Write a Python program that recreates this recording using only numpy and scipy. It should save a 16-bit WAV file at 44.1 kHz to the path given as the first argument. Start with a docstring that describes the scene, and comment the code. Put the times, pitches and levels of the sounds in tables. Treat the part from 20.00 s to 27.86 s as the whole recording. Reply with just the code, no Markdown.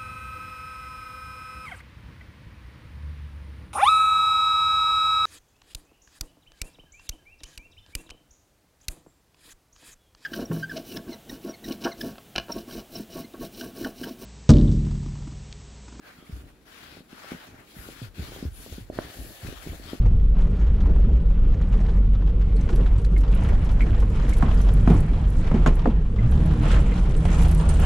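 """A deep boom and an engine lugging near idle fill the cabin of a small car on a wet, stony track.
The shell heaves on its springs, and the firing harmonics swell as they cross cabin resonances.
Tyres crunch through stones and water in countless small impacts. Bumps knock the suspension and
excite the modes of the shell, loose metal and keys rattle, and near the end the engine revs twice."""
import sys
import numpy as np
from scipy import signal
from scipy.io import wavfile
from scipy.ndimage import uniform_filter1d, minimum_filter1d

SR = 44100
rng = np.random.default_rng(int(sys.argv[2]) if len(sys.argv) > 2 else 0)


def master_out(mix):
    """Clip the mix to full scale and print it as 16-bit PCM to the path in sys.argv[1]."""
    frames = np.transpose(np.atleast_2d(mix))
    ceiling = np.clip(frames, -1, 1)
    pcm = np.round(ceiling * 32767).astype(np.int16)
    wavfile.write(sys.argv[1], SR, pcm)


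N = 346434
TIME = np.arange(N) / SR

# Slow shaking of the shell. Each row: time in seconds, level in dB.
BOOM_LEVEL = [(0, -16), (1.7, -16), (2.2, -22.5), (2.8, -18.5), (4.3, -18), (5.4, -18.5), (6.1, -20),
              (7.86, -16.5)]
# The body drops into dips. Each row: crest in seconds, extra boom in dB.
HEAVES = [(2.94, 5), (3.58, 4.5), (5.69, 7.5), (6.76, 10), (7.44, 10)]
# Engine speed: near idle, then two pushes on the throttle. Each row: time in seconds, firings a second.
FIRING_RATE = [(0, 46), (2.2, 45.5), (3.9, 49), (4.3, 48.5), (4.5, 41), (4.7, 49), (5.1, 48.5), (5.35, 48),
               (6.0, 39.5), (6.12, 46), (6.2, 52), (6.3, 63), (6.39, 75), (6.5, 80.5), (6.62, 75),
               (6.76, 83), (6.88, 66), (7.0, 62), (7.1, 65.5), (7.2, 76), (7.28, 87), (7.36, 84.5),
               (7.46, 80), (7.58, 79), (7.7, 74), (7.86, 76)]
# Engine load. Each row: time in seconds, firing tone in dB, overtones in dB.
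ENGINE_LOAD = [(0, -16.5, -31.5), (1.6, -20, -32.5), (2.6, -19.5, -31.5), (4.3, -21.5, -35),
               (4.9, -16.5, -24.5), (5.4, -32, -31), (6.12, -20, -37), (6.25, -20, -21.5),
               (6.42, -21.5, -22), (6.6, -23, -22.5), (6.85, -31, -30), (7.35, -28.5, -26.5),
               (7.86, -20.5, -32)]
# Resonances of the cabin air. Each row: centre in Hz, width in Hz, relative gain in dB.
CABIN_MODES = [(108, 27, 3), (156.8, 24, -0.5), (209, 20, -13), (309, 36, -16.5)]
# The exhaust note. Each row: time in seconds, level in dB.
EXHAUST_LEVEL = [(3.7, -42), (4.0, -32), (4.5, -36), (4.95, -28), (5.3, -42), (6.05, -39), (6.28, -28),
                 (6.42, -24.5), (6.6, -36), (6.75, -32), (6.87, -42), (7.05, -33), (7.3, -28.5), (7.6, -33),
                 (7.86, -35)]
# Spectra of boom, floor rumble, crunch, spray and gravel. Each row: frequency in Hz, relative dB.
BOOM_SPECTRUM = [(16, -10.5), (21, 0), (27, -2.5), (35, -5), (44, 1), (60, -7), (80, -14), (115, -24.5),
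                 (180, -63.5)]
RUMBLE_SPECTRUM = [(60, -0.5), (115, -11), (155, 2.5), (210, -6), (270, -10.5), (320, -16), (430, -13),
                   (600, -27), (1000, -37), (2500, -46)]
CRUNCH_SPECTRUM = [(300, -3), (700, 7), (1150, 2), (1600, -0.5), (2300, -5), (3200, -8), (4200, -21),
                   (6000, -21), (12000, -43)]
SPRAY_SPECTRUM = [(2000, -12), (4000, -5.5), (6500, 2), (8300, 3), (10500, -6.5), (12000, -13),
                  (15000, -17)]
GRAVEL_SPECTRUM = [(1200, 4.5), (2200, 1.5), (3400, -1.5), (4200, -2), (5200, -13)]
# Suspension knocks. Each row: start in seconds; clonk (before its trim), thud, crack and clack in dB;
# clonk and thud centres in Hz; rebound delay in seconds; rebound and settling gains in dB.
KNOCKS = [(3.865, -33, -31, -47, -48, 716, 252, .02, -9, -16),
          (4.424, -21, -20.5, -43, -29, 1150, 245, 0.013, -6, -19),
          (4.481, -31, -32, -66, -42, 1110, 130, .02, -11, -20),
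          (4.874, -20.5, -16, -42, -33, 790, 225, 0.025, 3.5, -15),
          (5.513, -25, -20, -48, -40, 780, 215, 0.027, 3, -16),
          (5.661, -15, -18.5, -32, -24.5, 860, 244.5, .012, -2.5, -16),
          (5.856, -16.5, -22.5, -50, -31, 620, 380, .015, 2, -21),
          (7.252, -27, -27, -39, -39, 699, 182, 0.018, -23, -24)]
# Modes of the body shell. Each row: frequency in Hz, relative gain in dB, t60 in seconds.
SHELL_MODES = [(98, 2, 0.15), (155, 16.5, 0.14), (197, 5.5, 0.13), (234.6, 7, 0.12), (317, 2, 0.082),
               (398, -10, 0.14), (448, 2, 0.095), (516, 2.5, 0.058), (650, 0.5, 0.043), (696, 4.5, 0.05),
               (893, -6.5, 0.069), (1060, -5, 0.098), (1190, -4, 0.025), (1230, -16, 0.03)]
# How hard the tyres work the ground. Each row: time in seconds, level in dB.
GROUND_LEVEL = [(0, -54.5), (.28, -67.5), (.5, -54.5), (1.35, -57), (2.3, -59.5), (3.1, -58), (3.35, -51.5),
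                (3.7, -50.5), (4.25, -45), (4.6, -44.5), (5.25, -49.5), (5.6, -46), (6.05, -56), (6.3, -46),
                (7.0, -44.5), (7.25, -46.5), (7.45, -45.5), (7.86, -41.5)]
# Ruts raise the rumble, stone heaps the ground work, and puddles the spray and key jostle.
# Each row: crest in seconds, boost in dB, half length in seconds.
RUTS = [(0.888, 6, 0.071), (1.116, 3.5, 0.059), (2.777, 6.5, 0.069)]
STONE_HEAPS = [(0.397, 8.5, 0.05), (0.923, 0, 0.22), (1.792, 7, 0.19), (2.727, 8, 0.3), (3.472, 6, 0.17),
               (6.717, 9.5, 0.093), (7.383, 9, 0.093), (7.85, 5, 0.032)]
PUDDLES = [(2.954, 2.5, 0.28), (4.927, 9, 0.1), (5.393, 6, 0.091), (7.516, 4.5, 0.91)]
# Larger stones shift. Each row: start in seconds, knock in dB, scrape in dB.
STONES = [(0.054, -40, -52), (0.365, -47, -65), (0.386, -46, -61), (.408, -49, -61), (.467, -44, -59),
          (0.588, -55, -54), (.612, -49, -56), (.664, -49, -57), (.803, -57, -53.5), (.837, -49, -68),
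          (.856, -42, -56), (.892, -41, -60), (0.959, -44, -58), (0.991, -42, -60), (1.039, -51, -66),
          (1.09, -42.5, -61), (1.159, -57, -58), (1.303, -45, -67), (1.536, -48, -53.5),
          (1.609, -43.5, -55), (1.721, -48, -51), (1.802, -41, -50), (1.885, -44.5, -56), (1.968, -53, -55),
          (2.132, -60, -60), (2.299, -62, -67), (2.408, -58, -53), (2.664, -42.5, -66), (2.689, -38, -51),
          (2.796, -38.5, -63), (2.858, -41, -52), (2.914, -51, -68), (3.307, -46, -61), (3.521, -34.5, -63),
          (4.024, -38, -59)]
# Gravel thrown up by the tyres. Each row: start in seconds, length in seconds, level in dB.
GRAVEL_RUNS = [(.375, 0.059, -52), (0.58, 0.12, -61), (0.799, 0.23, -61), (1.6, 0.054, -54),
               (1.73, 0.24, -55), (2.645, 0.15, -57), (3.043, 0.029, -49.5), (3.313, 0.36, -50.5),
               (3.794, 0.14, -50), (4.02, 0.41, -55), (6.45, 0.1, -51), (6.887, 0.15, -51),
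               (7.08, .09, -50), (7.33, 0.2, -48.5), (7.63, 0.3, -49.5)]
# The wheels plough through a puddle. One row: crest in seconds, level in dB, half length in seconds.
SPLASH = (6.715, -40.5, .045)
# A loose fitting clinks; dashboard parts ping. Each row: start in seconds, peak in dB, pitch in Hz.
CLINKS = [(3.1617, -30, 2100), (3.8058, -20.5, 2140), (3.8214, -31, 2210), (4.324, -29, 2160),
          (6.1847, -35, 2030), (6.918, -33, 2080)]
PINGS = [(2.565, -42.5, 4130), (2.610, -43, 5900), (2.712, -51, 5340), (2.982, -47, 4200),
         (3.115, -54, 4200), (3.208, -49, 5560), (3.277, -45, 4580), (4.573, -43, 4680), (4.614, -42, 5930)]
# Keys ring; dry clicks of pebbles or trim are heard alone or with them.
# Each row: start in seconds, key ring in dB, pebble or trim click in dB.
RINGS_AND_CLICKS = [(2.607, -59, -58), (2.702, -63, -57), (2.757, -39, -53.5), (3.015, -52, -62),
                    (3.044, -50, -54), (3.178, -44, -55), (3.205, -47, -60), (3.349, -38, -68),
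                    (3.435, -43, -56), (3.486, -48, -56), (3.6461, -47, -56), (3.714, -45, -57),
                    (4, -42, -54.5), (4.101, -48, -63), (4.2917, -34, -48), (4.3324, -52, -48.5),
                    (4.367, -39, -54), (4.382, -36, -57), (4.5436, -42, -61), (4.613, -39, -58),
                    (4.737, -35, -71), (5.004, -37.5, -65), (5.3018, -41, -64), (5.754, -40, -67),
                    (6.3133, -39.5, -67), (6.4588, -40, -61), (7.417, -33, -49), (7.433, -34, -61),
                    (7.483, -32, -55), (7.5123, -29, -48.5), (7.546, -34, -52), (7.798, -32.5, -60)]
# A dangling steel piece is struck. Each row: start in seconds, gain in dB.
JINGLES = [(2.56, -53), (2.979, -52), (3.113, -66), (3.815, -47.5), (7.164, -43.5), (7.2515, -45),
           (7.5789, -41), (7.61, -45), (7.689, -30.5), (7.738, -37), (7.822, -51)]
# Modes of the fitting and the steel piece. Each row: frequency in Hz, relative dB, t60 in seconds.
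FITTING_MODES = [(2090, -10, 0.01), (2280, 7, 0.027), (2260, -11, 0.013), (2600, -13, .015),
                 (3220, -15, 0.022), (4420, -20, 0.027)]
STEEL_MODES = [(4250, -8, 0.018), (4950, -12, .025), (6200, -16, 0.098), (6750, -10, 0.034),
               (7200, -23, 0.18), (8500, -11, 0.031), (8560, -9, 0.066), (8700, -3, 0.095),
               (10450, -9, 0.08), (13600, -21, 0.05)]
# Dense clusters of key modes. Each row: low and high edges in Hz, relative dB, t60 in seconds.
KEY_BANDS = [(10060, 11200, -0.5, 0.026), (12600, 13500, -6, 0.024), (7840, 18000, -9.5, 0.023)]
# Modes of a dashboard part. Each row: multiple of its pitch, relative dB, t60 in seconds.
PING_MODES = [(1, -3, 0.022), (1.071, -3, .015), (1.37, -6, .01)]
# Trim squeaks under the hardest jolt. One row: crest in seconds, pitch in Hz, half length in seconds.
SQUEAK = (5.675, 6680, .004)
# Coherence of the cabin sound. 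Each row: frequency in Hz, left-right correlation.
COHERENCE = [(30, 1), (160, 1), (300, 0.98), (500, 0.94), (800, 0.27), (1500, 0.12), (3800, 0.56),
             (6000, 0), (9000, 0), (14000, 0.16)]
# The stereo image opens out. Each row: time in seconds, share of the side signal.
STEREO_WIDTH = [(0, 0.0039), (1.45, 0.014), (2.0, 0.37), (2.6, 0.67), (3.3, 0.83), (4.5, 0.95)]


def boom(heave_half_s=0.062):
    """Forced vibration: the shell shakes on its springs with fairly even strength, harder in dips."""
    shaking = coloured(BOOM_SPECTRUM, flicker_db=4, flicker_hz=4.7)
    running_rms = np.sqrt(uniform_filter1d(shaking[0] ** 2, size=6000))
    heave_db = sum(db * swell(s, heave_half_s) for s, db in HEAVES)
    return from_db(in_time(BOOM_LEVEL)[0] + heave_db) * shaking / running_rms


def engine(crank, firing_hz, roughness=0.076, odd_db=-7):
    """Periodic forcing: firings make a tone, exhaust puffs and harmonics that the cabin resonates to."""
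    tone_db, overtones_db = in_time(ENGINE_LOAD)
    tone = (np.sin(2 * crank) + from_db(-9) * np.sin(crank)) * (1 + roughness * drift(21))
    overtones = 0
    for order in range(3, 13):
        hz = order * firing_hz / 2
        resonance = sum(from_db(db) / (1 + (2 * (hz - centre) / width) ** 2)
                        for centre, width, db in CABIN_MODES)
        strength = from_db(odd_db * (order % 2)) * (1 + drift(13))   # no two firings are equal
        overtones += resonance * strength * np.sin(order * crank + rng.uniform(0, 2 * np.pi))
    puffs = rng.standard_normal(N) * (1 + np.cos(2 * crank))
    blast = band(band(puffs, 129, 183), 103, 242)
    growl = rms_one(overtones) + from_db(-10) * rms_one(blast)
    return from_db(tone_db) * rms_one(tone) + from_db(overtones_db) * rms_one(growl)


def exhaust(crank, waver=0.4, stagger_rad=0.55):
    """Modulation: uneven firings shake the phase and strength of a note at twice the firing rate."""
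    note = np.sin(4 * crank + stagger_rad * drift(16)) * (1 + waver * drift(20))
    return from_db(in_time(EXHAUST_LEVEL)[0]) * rms_one(note)


def suspension(taps=6, gap_s=0.016, loss_db=3):
    """Inelastic impact: the suspension hits its stop, rebounds duller and settles in fading taps."""
    out = np.zeros((2, N))
    for (s, clonk_db, thud_db, crack_db, clack_db,
         clonk_hz, thud_hz, delay_s, rebound_db, settle_db) in KNOCKS:
        contact = spread(burst(t60=0.028, rise_s=0.0002, size=2500), 600)
        clack = band(band(contact, 700, 1600), 600, 1800)
        add(out, s, at_level(clack, clack_db))
        add(out, s, blow(clonk_db, thud_db, crack_db, clonk_hz, thud_hz))
        rebound = blow(clonk_db - 1, thud_db, crack_db, 0.58 * clonk_hz, 0.89 * thud_hz)
        add(out, s + delay_s, from_db(rebound_db) * rebound)
        for k, late_s in enumerate(np.cumsum(gap_s * rng.uniform(0.44, 1.8, taps))):
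            touch = spread(burst(t60=0.077, size=2500), 500)
            thud = at_level(band(touch, 132, 362), thud_db + rebound_db)
            clonk = at_level(band(touch, 350, 930), clonk_db - 9.5)
            add(out, s + delay_s + late_s, from_db(settle_db - loss_db * k) * (thud + clonk))
    return out


def blow(clonk_db, thud_db, crack_db, clonk_hz, thud_hz, clonk_trim_db=-9):
    """Impulse response: the shell thuds and clonks, trim chatters and loose panels shudder on."""
    thud = shell(thud_hz, contact_t60=0.024)
    clonk = pan(-3) * shell(clonk_hz, contact_t60=0.028)
    chatter = spread(burst(t60=0.09, rise_s=0.0006), 2700)
    crack = band(chatter, 690, 2770) + from_db(-22) * band(chatter, 2500, 6700)
    panels = spread(burst(t60=0.28, rise_s=0.0081), 400)
    shudder = band(panels, 150, 375) + from_db(-15) * band(panels, 386, 840)
    return (at_level(thud, thud_db) + at_level(clonk, clonk_db + clonk_trim_db)
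            + at_level(crack, crack_db) + at_level(shudder, thud_db - 12.5))


def shell(centre_hz, contact_t60, octaves=0.51, detune=0.026):
    """Modal excitation: a blow rings the modes near a centre; flexing detunes them from blow to blow."""
    out = 0
    for hz, db, t60 in SHELL_MODES:
        weight = from_db(db) / (1 + (np.log2(hz / centre_hz) / octaves) ** 4)
        out += weight * ring(spread(burst(contact_t60), hz), hz * np.exp(detune * rng.normal()), t60)
    return out


def tyres(crank, work_db, wet_db, throb=0.038):
    """Rolling noise: the floor rumbles, stones crunch with each firing's pull, drops hit the arches."""
    rumble = coloured(RUMBLE_SPECTRUM, flicker_db=2.5, flicker_hz=19.5)
    rumble *= from_db(-31 + 0.3 * work_db + swells(RUTS))
    crushing = grains(per_s=510, size_db=4.5, life_s=0.016) * (1 + throb * np.sin(2 * crank))
    crunch = coloured(CRUNCH_SPECTRUM, flicker_db=2, flicker_hz=4.4, grain=crushing)
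    crunch *= from_db(-45 + work_db)
    drops = grains(per_s=490, size_db=3.5, life_s=0.0035)
    spray = coloured(SPRAY_SPECTRUM, flicker_db=2, flicker_hz=17, grain=drops)
    spray *= from_db(-65 + 1.08 * wet_db)
    return rumble + crunch + low_pass(spray, 11300, order=10)


def pebbles(work_db, clump_db=4.5):
    """Transmission through a panel: pebbles shift in random clumps, coloured by the floor pan."""
    shifts = stereo_noise(3300) * grains(per_s=40, size_db=2.8, life_s=0.0055)
    inside = (band(shifts, 450, 1355) + from_db(-8.5) * band(shifts, 2140, 3530)
              + from_db(-26.5) * band(shifts, 3000, 5200))
    return from_db(-51.5 + 0.66 * work_db + clump_db * np.tanh(drift(4.9))) * rms_one(inside)


def stones(pitch_spread=0.38, ragged_db=5, step_samples=160):
    """Impact and friction: each stone knocks the floor pan and scrapes raggedly at its own pitch."""
    out = np.zeros((2, N))
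    for s, knock_db, scrape_db in STONES:
        pitch = np.exp(pitch_spread * rng.uniform(-1.8, 1))
        knock = band(spread(burst(t60=0.061, rise_s=0.0011), 900), 520 * pitch, 1250 * pitch)
        friction = spread(burst(t60=0.065, rise_s=0.0036), 4100)
        size = friction.shape[1]
        steps_db = ragged_db * np.clip(rng.standard_normal(size), -1, 1)
        friction *= from_db(np.repeat(steps_db, step_samples)[:size])
        hiss = band(band(friction, 3900, 7500), 3900, 7500)
        scrape = band(friction, 2000 * pitch, 3400 * pitch) + from_db(-14) * hiss
        add(out, s, at_level(knock, knock_db) + at_level(scrape, scrape_db))
    return out


def gravel(per_s=380, size_db=1.5, pitch_count=14, t60_cycles=11, edge_s=0.01):
    """Damped ringing: runs of gravel pelt the wheel arches, each grain sounding for a few cycles."""
    gates = sum(from_db(db) * ((TIME > s) & (TIME < s + length)) for s, length, db in GRAVEL_RUNS)
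    sizes = from_db(size_db * np.minimum(rng.exponential(1, N), 3))
    hits = rng.random(N) < per_s / SR
    clicks = stereo_noise(3000) * sizes * hits
    pitch_index = rng.integers(0, pitch_count, N)
    grit = 0
    for k, hz in enumerate(np.geomspace(GRAVEL_SPECTRUM[0][0], GRAVEL_SPECTRUM[-1][0], pitch_count)):
        gain = from_db(at_hz(GRAVEL_SPECTRUM, hz)) * np.sqrt(hz)   # offsets the shorter ring up high
        grit += gain * ring(clicks * (pitch_index == k), hz, t60_cycles / hz)
    return uniform_filter1d(gates, int(edge_s * SR) + 1) * rms_one(grit)


def splash():
    """Dense impacts merge into noise as a sheet of water slaps the floor pan and wheel arches."""
    s, db, half_s = SPLASH
    water = stereo_noise(2500) * grains(per_s=2000, size_db=2, life_s=0.002)
    slap = band(water, 1460, 3900) + from_db(-29) * band(water, 4150, 8400)
    return from_db(db) * swell(s, half_s) * rms_one(slap)


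def fitting(reference_hz=2230):
    """Free vibration: a loose metal fitting clinks, its modes scaled to the pitch of each touch."""
    out = np.zeros((2, N))
    for s, db, pitch_hz in CLINKS:
        modes = [(hz * pitch_hz / reference_hz, level, t60) for hz, level, t60 in FITTING_MODES]
        add(out, s, from_db(db) * strike(modes, contact_t60=0.058, detune=0.014))
    return out


def keys_and_clicks(keys_pan_db=5, bounce_s=0.013, bounce_db=-14):
    """Collision: keys ring and bounce once on the left; pebbles or trim click dryly in the centre."""
    out = np.zeros((2, N))
    for s, key_db, click_db in RINGS_AND_CLICKS:
        click = band(spread(burst(t60=0.083, rise_s=0.0013), 4200), 2800, 8600)
        add(out, s, at_level(click, click_db))
        add(out, s, from_db(key_db) * pan(keys_pan_db) * key_ring())
        add(out, s + bounce_s * rng.uniform(0.65, 2.3),
            from_db(key_db + bounce_db) * pan(keys_pan_db) * key_ring())
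    return out


def key_ring(detune=0.0078):
    """Modal overlap: a key's crowded modes sound as decaying bands of noise; peak 1."""
    pitch = np.exp(detune * rng.normal())
    clusters = sum(from_db(db) * band(spread(burst(t60), low), low * pitch, high * pitch)
                   for low, high, db, t60 in KEY_BANDS)
    sound = low_pass(clusters, 12500, order=8)
    return sound / np.abs(sound).max()


def steel(pan_db=-8):
    """Light damping: a dangling steel piece on the right rings on after the scuff of each contact."""
    out = np.zeros((2, N))
    for s, db in JINGLES:
        scuff = from_db(8) * band(spread(burst(t60=0.041), 8000), 7300, 8800)
        ringing = strike(STEEL_MODES, contact_t60=0.08, detune=0.0032)
        add(out, s, from_db(db) * pan(pan_db) * (ringing + scuff))
    return out


def dashboard():
    """Heavy damping: small loose parts ping briefly in three inharmonic modes."""
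    out = np.zeros((2, N))
    for s, db, pitch_hz in PINGS:
        modes = [(ratio * pitch_hz, level, t60) for ratio, level, t60 in PING_MODES]
        add(out, s, from_db(db) * strike(modes, contact_t60=0.052))
    return out


def squeak(level_db=-38):
    """Friction tone: plastic trim slips for a few milliseconds."""
    s, hz, half_s = SQUEAK
    return from_db(level_db) * swell(s, half_s) * np.sin(2 * np.pi * hz * TIME)


def valves(crank, level_db=-58, depth=0.27):
    """Amplitude modulation: valve noise pulses faintly through the bulkhead, twice a turn."""
    noise = stereo_noise(1900) * (1 + depth * np.cos(2 * crank))
    return from_db(level_db) * rms_one(band(noise, 1100, 1500) + from_db(-9) * band(noise, 1400, 3300))


def key_jostle(wet_db):
    """Random excitation: the keys touch lightly, louder as the going gets rougher."""
    touches = stereo_noise(10000) * grains(per_s=25, size_db=-0.5, life_s=0.0029)
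    clusters = sum(from_db(db) * band(touches, low, high) for low, high, db, _ in KEY_BANDS)
    return from_db(-80 + 1.4 * wet_db) * pan(2) * rms_one(low_pass(clusters, 12500, order=8))


def strike(modes, contact_t60, detune=0):
    """Superposition: each mode of a small metal part is driven by its own contact noise; peak 1."""
    sound = 0
    for hz, db, t60 in modes:
        force = spread(burst(contact_t60), hz)
        sound += from_db(db) * ring(force, hz * np.exp(detune * rng.uniform(-3.1, 1)), t60)
    return sound / np.abs(sound).max()


def ring(force, hz, t60):
    """Damped oscillator: a unit impulse starts a decaying sine of height 1."""
    r, w = from_db(-60 / (t60 * SR)), 2 * np.pi * hz / SR
    return signal.lfilter([0, np.sin(w)], [1, -2 * r * np.cos(w), r * r], force + 1e-18)


def burst(t60, rise_s=0.00055, size=11000):
    """Exponential decay: two independent runs of contact noise rise quickly and die away."""
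    t = TIME[:size]
    return rng.standard_normal((2, size)) * from_db(-60 * t / t60) * (1 - np.exp(-t / rise_s))


def grains(per_s, size_db, life_s):
    """Shot noise: the envelope of tiny random impacts whose energies add; rms 1."""
    hits = rng.random(N) < per_s / SR
    energy = hits * from_db(size_db * np.minimum(rng.exponential(1, N), 4)) ** 2
    return rms_one(np.sqrt(signal.lfilter([1], [1, -np.exp(-1 / (life_s * SR))], energy + 1e-12)))


def coloured(spectrum, flicker_db, flicker_hz, grain=1):
    """Spectral shaping: stereo noise under a grain envelope, in bands that each flicker; rms 1."""
    edges = np.geomspace(spectrum[0][0], spectrum[-1][0], num=2 * len(spectrum) - 3)
    noise = rng.standard_normal((2, 2, N)) * grain
    out = 0
    for k, (low, high) in enumerate(zip(edges, edges[1:])):
        hz = np.sqrt(low * high)
        gain = from_db(at_hz(spectrum, hz) + flicker_db * drift(flicker_hz))
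        out += gain * spread(band(noise[k % 2], low, high), hz)
    return rms_one(out)


def drift(rate_hz, step=40):
    """Slow random fluctuation: low-passed noise of rms about 1."""
    r = np.exp(-2 * np.pi * step * rate_hz / SR)
    slow = signal.lfilter([1], [1, -2 * r, r * r], rng.standard_normal(N // step + 2002))[2000:]
    return np.interp(np.arange(N) / step, np.arange(len(slow)), rms_one(slow))


def spread(pair, hz):
    """Partial coherence: two independent signals become left and right, most alike in the bass."""
    alike = np.clip(at_hz(COHERENCE, hz), -1, 1)
    mid, side = np.sqrt(1 + alike) * pair[0], np.sqrt(1 - alike) * pair[1]
    return np.array([mid + side, mid - side]) / np.sqrt(2)


def stereo_noise(hz):
    """White noise with the cabin's coherence at hz."""
    return spread(rng.standard_normal((2, N)), hz)


def swell(s, half_s):
    """Gaussian envelope: 1 at time s, 1/e at half_s to either side."""
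    return np.exp(-np.minimum(((TIME - s) / half_s) ** 2, 50))


def swells(rows):
    """Sum of Gaussian boosts, in dB."""
    return sum(db * swell(s, half_s) for s, db, half_s in rows)


def band(x, low_hz, high_hz):
    """Butterworth band-pass."""
    return signal.sosfilt(signal.butter(2, [low_hz, high_hz], "band", fs=SR, output="sos"), x)


def low_pass(x, hz, order):
    """Butterworth low-pass."""
    return signal.sosfilt(signal.butter(order, hz, fs=SR, output="sos"), x)


def from_db(db):
    """Decibels to amplitude."""
    return 10 ** (np.asarray(db) / 20)


def rms_one(x):
    """Scale to rms 1."""
    return x / np.sqrt(np.mean(x ** 2) + 1e-20)


def at_level(sound, db):
    """Give the first 20 ms of a blow this rms level."""
    return from_db(db) * sound / np.sqrt(np.mean(sound[:, :900] ** 2))


def pan(db):
    """Gains for a level difference; positive is left."""
    return from_db(np.array([[db], [-db]]) / 2)


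def in_time(rows):
    """Interpolate each column of a curve at every sample."""
    s, *columns = np.transpose(rows)
    return [np.interp(TIME, s, column) for column in columns]


def at_hz(spectrum, hz):
    """Read a spectrum on a log-frequency axis."""
    frequencies, values = np.transpose(spectrum)
    return np.interp(np.log(hz), np.log(frequencies), values)


def add(out, s, sound):
    """Mix a short sound in at time s."""
    at = int(s * SR)
    out[:, at:at + sound.shape[1]] += sound[:, :N - at]


def limit_bass(x, ceiling_db=-10, corner_hz=110, hold_s=0.0063):
    """Limiting: the bass dips briefly whenever it swings past a ceiling."""
    bass = signal.sosfiltfilt(signal.butter(2, corner_hz, fs=SR, output="sos"), x)
    span = int(hold_s * SR) + 1
    gain = np.minimum(1, from_db(ceiling_db) / (np.abs(bass).max(axis=0) + 1e-9))
    return x + bass * (uniform_filter1d(minimum_filter1d(gain, span), span) - 1)


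def scene():
    """Superposition: engine, shell, track and rattles add in the cabin."""
    firing_hz = in_time(FIRING_RATE)[0] * (1 + 0.0076 * drift(5.66))
    crank = np.pi * np.cumsum(firing_hz) / SR   # angle in radians: two firings a turn
    work_db = in_time(GROUND_LEVEL)[0] + 49 + swells(STONE_HEAPS)   # 0 dB on ordinary ground
    wet_db = work_db + swells(PUDDLES)
    track = tyres(crank, work_db, wet_db) + pebbles(work_db) + stones() + gravel() + splash()
    motor = engine(crank, firing_hz) + exhaust(crank) + valves(crank)
    body = boom() + suspension()
    rattles = fitting() + keys_and_clicks() + steel() + dashboard() + key_jostle(wet_db) + squeak()
    return motor + body + track + rattles


def record(dry):
    """The bass is limited, the image opens out leaning slightly right, and the top ends at 16 kHz."""
    pair = limit_bass(dry) * pan(-0.56)
    mid = pair.mean(axis=0)
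    pair = mid + in_time(STEREO_WIDTH)[0] * (pair - mid)
    return signal.sosfilt(signal.cheby2(12, 70, 16000, fs=SR, output="sos"), pair)


dry = scene()
out = record(dry)
master_out(out)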